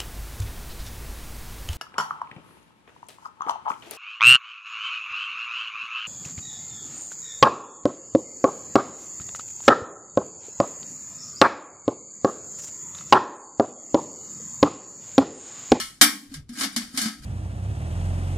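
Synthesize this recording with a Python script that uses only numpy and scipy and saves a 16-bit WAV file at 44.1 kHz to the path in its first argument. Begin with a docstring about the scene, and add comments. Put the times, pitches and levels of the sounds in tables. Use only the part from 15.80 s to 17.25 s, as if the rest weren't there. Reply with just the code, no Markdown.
"""A steel lid, ringing faintly from the start, is set down on a pressure cooker with one loud clank.
Held by its handle, it is then shifted: the rims scrape in runs of tiny slips, catch and knock.
Knocks ring the steel as clear tones in a crowd of close ones; they also make the hollow pot thump.
A small room adds a tail; coloured noise makes the low rumble of handling and the still air underneath."""
import sys
import numpy as np
from scipy import signal
from scipy.fft import rfft, irfft
from scipy.io import wavfile
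from scipy.ndimage import uniform_filter1d

SR = 44100
rng = np.random.default_rng(int(sys.argv[2]) if len(sys.argv) > 2 else 0)


def to_wav(s):
    """Save 16-bit WAV."""
    ch = np.atleast_2d(s).T  # columns
    pcm = np.round(np.clip(ch, -1, 1) * 32767)  # PCM
    wavfile.write(sys.argv[1], SR, pcm.astype(np.int16))


N = 63945
RING_S = 0.7  # length worked out for every ring and thump
AGE = np.arange(int(RING_S * SR)) / SR  # seconds since the contact

# the crowd of close modes between the clear ones:
# (frequency [Hz], relative level per Hz [dB], left over right [dB])
CROWD_COLOUR = [(209, -24, -0.5), (383, -1.5, -15), (590, -10, 26.5), (740, -3.5, 6.5), (1160, -2, 3),
                (2180, 0, 1), (3300, 0, 3.5), (4730, 4.5, 8), (5940, 5.5, 9), (6100, 7, -2.5),
                (7300, 3, -2.5), (9000, 4.5, -8.5), (10440, 0.5, -9), (12560, -5.5, -10), (14300, -14, 0.5)]
# how alike the two ears hear it: (frequency [Hz], left-right correlation [0 to 1])
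EAR_LIKENESS = [(100, .97), (250, .92), (700, .7), (1400, .55), (3000, .25), (8000, .1)]

THUMP_T60_S, THUMP_ATTACK_S = 0.24, 0.0045
LANDING_MODES_DB, SEATED_MODES_DB = 2.5, -2  # trims of the clear modes


def knocks(common):
    """Rim hits rim: knocks ring the steel and thump the pot, while bumps add only a thump."""
    # rim meets rim: (time [s], ring level [dB], brightness [dB per octave], thump level [dB],
    # thump pitch [Hz])
    rim_knocks = [(0.2126, -3.5, -2.4, -17, 292.7), (0.2166, -14.5, 10.5, -23, 228.5),
                  (0.242, -22.5, -4, -34, 308.5), (0.541, -33, -0.5, -65, 263),
                  (0.692, -42, -1, -32, 240.3), (0.773, -40.5, -2, -35, 284), (0.81, -21.5, -2.5, -31, 270),
                  (0.834, -24, -3.5, -47, 216), (0.963, -18.5, -0.5, -23.5, 235),
                  (1.016, -35.5, -3.5, -33, 234.5), (1.175, -18.5, -0.4, -28.5, 274.2),
                  (1.187, -25.5, -1, -33, 272), (1.216, -22, 1.8, -30.5, 218.5),
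                  (1.258, -26.5, -2.5, -45, 220.3), (1.283, -31.5, -2.5, -34, 226)]
    # low thumps of lid on pot, alone or under a knock: (time [s], level [dB], pitch [Hz],
    # time to fall 60 dB [s])
    low_bumps = [(-0.01, -34.5, 230, 0.14), (0.345, -35.5, 287.6, 0.12), (0.424, -44.5, 284.2, 0.44),
                 (0.514, -32.5, 269, 0.14), (1.101, -38, 246, 0.086), (1.140, -27.5, 253.3, 0.1),
                 (1.257, -18, 218.4, 0.11)]
    seated_from_s = 0.5  # from here on the lid sits on the rim
    out = np.zeros((2, N))
    for s, ring_db, bright_db, thump_db, hz in rim_knocks:
        seated = s > seated_from_s
        modes_db = SEATED_MODES_DB if seated else LANDING_MODES_DB
        ring = steel_ring(common, bright_db, pot_modes(seated), modes_db)
        add(out, s, from_db(ring_db) * ring + from_db(thump_db) * thump(hz, THUMP_T60_S))
    for s, db, hz, t60 in low_bumps:
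        add(out, s, from_db(db) * thump(hz, t60))
    return out


def steel_ring(common, bright_db, modes, modes_db):
    """One contact: a crack, a crowd of close modes with the room's tail, and the clear modes on top."""
    # how long the crowd rings: (frequency [Hz], time to fall 60 dB [s])
    crowd_decay = [(400, 0.11), (1500, 0.26), (4500, 0.19), (9000, 0.12), (15000, 0.18)]
    same_ring = 0.73  # share of the ring's power that is alike wherever the rim is struck
    crowd_db, mode_scatter_db = -3, 2.3
    crack_db, crack_s = 0.5, 0.013
    room_db, room_t60_s, room_dull_db = -14, 0.43, -0.6  # the tail is duller: dB per octave

    hz = np.fft.rfftfreq(len(AGE), 1 / SR)
    mixed = np.sqrt(same_ring) * common + np.sqrt(1 - same_ring) * crowd_of_modes()
    crowd = from_db(crowd_db) * rfft(mixed) * tilt(hz, bright_db)
    crowd = crowd * panned(at_hz(CROWD_COLOUR, hz, axis=2))
    crack = from_db(crack_db) * np.exp(-AGE / crack_s)
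    room = from_db(room_db) * dying(room_t60_s)

    # overlapping bands, each dying at its own pace
    centres, t60s = np.transpose(crowd_decay)
    out = 0
    for band, centre, t60 in zip(np.eye(len(centres)), centres, t60s):
        share = np.interp(np.log(hz + 1), np.log(centres), band)
        dull_room = tilt(centre, room_dull_db) * room
        out = out + irfft(crowd * share, len(AGE)) * np.sqrt(crack ** 2 + dying(t60) ** 2 + dull_room ** 2)

    for mode_hz, db, t60 in modes:
        # the less alike the ears are, the further apart their phases
        apart = np.arccos(np.clip(at_hz(EAR_LIKENESS, mode_hz), 0, 1)) * rng.choice([-1, 1])
        phase = 2 * np.pi * rng.random() + np.array([[0], [apart]])
        scatter_db = mode_scatter_db * rng.standard_normal()
        gain = from_db(db + modes_db + scatter_db) * tilt(mode_hz, bright_db)
        sides = panned(at_hz(CROWD_COLOUR, mode_hz, axis=2))[:, None]
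        out = out + gain * sides * dying(t60) * np.sin(2 * np.pi * mode_hz * AGE + phase)
    return out


def crowd_of_modes():
    """Countless close modes, bunched into stronger and weaker clusters."""
    cluster_db, cluster_hz = 5, 45.54  # how uneven the clusters are and how far apart
    hz = np.fft.rfftfreq(len(AGE), 1 / SR)
    steps = rng.standard_normal(len(hz))
    uneven = np.interp(hz / cluster_hz, np.arange(len(steps)), np.clip(steps, -2, 2))
    spectrum = rfft(noise(CROWD_COLOUR, len(AGE)))
    return rms_one(irfft(spectrum * from_db(cluster_db * uneven), len(AGE)))


def pot_modes(seated):
    """The clear modes of lid and pot as the lid lands, or once it sits on the rim."""
    # (frequency [Hz], relative level landing [dB], relative level seated [dB], time to fall 60 dB [s])
    clear_modes = [(715, -29, -28, .17), (1090, -29, -32, .35), (1290, -22, -19.5, .25),
                   (1616, -18, -15, .22), (1855, -20, -29, .2), (2358, -21.5, -28, .3),
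                   (3000, -28, -23, .25), (3150, -20, -24, .22), (3230, -27, -32, .35),
                   (3402, -24, -28, .22), (3590, -30, -23, .22), (3738, -18, -19, .21),
                   (4510, -25, -19, .33), (4670, -18.5, -24, .23), (4828, -23, -17, .27),
                   (4890, -22, -19, .23), (5043, -19, -27, .2), (5557, -17, -18, .28),
                   (5590, -16.5, -21, .2), (5875, -22, -25, .27), (8088, -21, -25, .17),
                   (8955, -21, -26, .19), (9408, -21, -28, .18), (9726, -21, -27, .18),
                   (10137, -21, -28, .2), (11840, -24, -30, .2)]
    return [(hz, seated_db if seated else landing_db, t60)
            for hz, landing_db, seated_db, t60 in clear_modes]


def tilt(hz, bright_db):
    """Each contact has its own brightness: dB per octave around 5 kHz, constant below 500 Hz."""
    return from_db(bright_db * np.log2(np.maximum(hz, 500) / 5000))


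def thump(hz, t60):
    """The lid bounces on the air and gasket of the pot: a short low note."""
    hollow_db = -12.5  # against the note, in a thump of the usual length
    note = np.sqrt(2) * np.sin(2 * np.pi * hz * AGE) * dying(t60)
    body = note + from_db(hollow_db) * t60 / THUMP_T60_S * hollow()
    attack = 1 - np.exp(-AGE / THUMP_ATTACK_S)
    return body * attack * panned(db=1.2)[:, None]


def hollow():
    """The dense low resonances of pot and room: dying low noise."""
    # (frequency [Hz], relative level [dB])
    hollow_colour = [(60, -27), (150, -19.5), (205, 11), (300, 9.5), (360, -28), (900, -51)]
    return noise(hollow_colour, len(AGE)) * dying(t60=0.51)


def scrape(count=3):
    """Rim slips on rim in a run of uneven clicks; each spot of the rim rings the steel in its own way."""
    # how hard the rims rub: (time [s], level [dB])
    rubbing = [(0.5, -56.5), (0.549, -39.5), (0.57, -90), (0.69, -65.5), (0.74, -42), (0.79, -28.5),
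               (0.825, -23), (0.85, -29), (0.868, -60), (0.932, -37), (0.955, -58), (1.03, -41),
               (1.12, -49), (1.165, -31), (1.19, -28.5), (1.225, -27.5), (1.27, -42), (1.37, -50),
               (1.41, -54), (1.435, -43)]
    slips_per_s, slip_spread_db = 420, 2.2
    bright_db, hollow_db, modes_db = -1.7, -17.5, -0.5
    spot_s = 0.022  # the contact moves on to the next spot this often, round and round

    sizes = from_db(slip_spread_db * np.minimum(rng.exponential(1, N), 3)) * rng.choice([-1, 1], N)
    happens = rng.random(N) < slips_per_s / SR
    slips = rms_one(sizes * happens) * level(rubbing)
    spot = (np.arange(N) / SR // spot_s) % count
    out = 0
    for k in range(count):
        ring = steel_ring(crowd_of_modes(), bright_db, pot_modes(seated=True), modes_db)
        body = rms_one(ring + from_db(hollow_db) * hollow()) / np.sqrt(len(AGE))
        # every slip at this spot sets off its ring
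        out = out + signal.fftconvolve((slips * (spot == k))[None], body, axes=1)[:, :N]
    return out


def lifted_lid(common):
    """Held clear of the pot, the lid rings on from an earlier touch with notes of its own."""
    # (frequency [Hz], relative level [dB])
    lid_notes = [(1077, -24), (1312, -17), (2880, -22), (3005, -19), (3228, -21), (4247, -19)]
    start_s, lid_db, t60_s = -0.046, -7, 0.29
    out = np.zeros((2, N))
    modes = [(hz, db, t60_s) for hz, db in lid_notes]
    add(out, start_s, from_db(lid_db) * steel_ring(common, 0, modes, LANDING_MODES_DB))
    return out


def cut_gaps(x):
    """The pot radiates little between its families of modes: a notch filter for each gap."""
    # (centre [Hz], change in level [dB], width [Hz])
    mode_gaps = [(464, -7.5, 220), (966, -11, 224), (2633, -21, 125), (4030, -9, 78), (6210, -9, 250)]
    for hz, db, width_hz in mode_gaps:
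        half = np.pi * width_hz / SR
        middle = -2 * np.cos(2 * np.pi * hz / SR)
        depth = from_db(db / 2)
        top = [1 + half * depth, middle, 1 - half * depth]
        bottom = [1 + half / depth, middle, 1 - half / depth]
        x = signal.lfilter(top, bottom, x)
    return x


def handling_rumble():
    """Handling makes a soft low rumble: deep noise that swells and sinks."""
    # how strong it is: (time [s], level [dB])
    rumble_level = [(0, -55), (0.45, -75.5), (0.478, -54.5), (0.54, -54), (0.578, -38.5), (0.68, -52.5),
                    (0.78, -66), (1.26, -54), (1.32, -83), (1.395, -48)]
    # (frequency [Hz], relative level [dB])
    rumble_colour = [(20, -13.5), (50, -5), (110, -15.5), (155, -3.5), (220, -55.5), (2000, -72)]
    return level(rumble_level) * noise(rumble_colour, N)


def room_air():
    """Still room air: faint steady noise, strongest in the low range."""
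    # (frequency [Hz], relative level [dB])
    air_colour = [(30, -25.5), (250, -3.5), (600, -19), (4000, -22), (15000, -54)]
    return from_db(-62) * noise(air_colour, N)


def noise(spectrum, size):
    """Stereo noise of a given colour, alike in both ears in the bass; rms 1."""
    hz = np.fft.rfftfreq(size, 1 / SR)
    alike = np.clip(at_hz(EAR_LIKENESS, hz), 0, 1)
    mid, side = np.exp(2j * np.pi * rng.random((2, len(hz))))
    both = np.sqrt(1 + alike) * mid + np.sqrt(1 - alike) * side * [[1], [-1]]
    return rms_one(irfft(both * from_db(at_hz(spectrum, hz)), size))


def from_db(db):
    """Decibels to gain."""
    return 10 ** (np.asarray(db) / 20)


def at_hz(points, hz, axis=1):
    """Read a column of a table on a log-frequency axis."""
    points = np.array(points, float)
    return np.interp(np.log(hz + 1), np.log(points[:, 0]), points[:, axis])


def level(curve):
    """A dB curve as a gain in time."""
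    return from_db(np.interp(np.arange(N) / SR, *np.transpose(curve)))


def panned(db):
    """Left and right gains of constant power, the left louder by this many dB."""
    gains = from_db(np.array([db, -db]) / 2)
    return gains / np.sqrt(np.mean(gains ** 2, axis=0))


def dying(t60):
    """Exponential decay that falls 60 dB in t60 seconds."""
    return np.exp(-np.log(1000) * AGE / t60)


def rms_one(x):
    """Scale to unit rms (average strength)."""
    return x / np.sqrt(np.mean(x ** 2) + 1e-20)


def add(out, s, sound):
    """Mix a sound in at a time; one begun before zero is already ringing."""
    start = int(s * SR)
    sound, start = sound[:, max(-start, 0):], max(start, 0)
    out[:, start:start + sound.shape[-1]] += sound[:, :N - start]


def scene():
    """Knocks, scraping and the ringing lid over handling rumble and still room air."""
    common = crowd_of_modes()  # the part of the ring that knocks and lifted lid share
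    pot = cut_gaps(knocks(common) + scrape() + lifted_lid(common))
    return pot + handling_rumble() + room_air()


def record(dry):
    """A noise suppressor shuts the treble when it is faint; the peaks are clipped; the top is cut."""
    gate_db, gate_above_hz, gate_s = -59, 420, 0.015  # treble at gate_db is halved
    overload, cutoff_hz = 0.88, 15900
    highpass = signal.butter(2, gate_above_hz, "high", fs=SR, output="sos")
    treble = signal.sosfiltfilt(highpass, dry)
    power = uniform_filter1d(np.mean(treble ** 2, axis=0), int(gate_s * SR))
    gated = dry - treble / (1 + power / from_db(gate_db) ** 2)
    lowpass = signal.cheby2(20, 60, cutoff_hz, fs=SR, output="sos")
    return signal.sosfilt(lowpass, np.clip(gated, -overload, overload))


dry = scene()
out = record(dry)
to_wav(out)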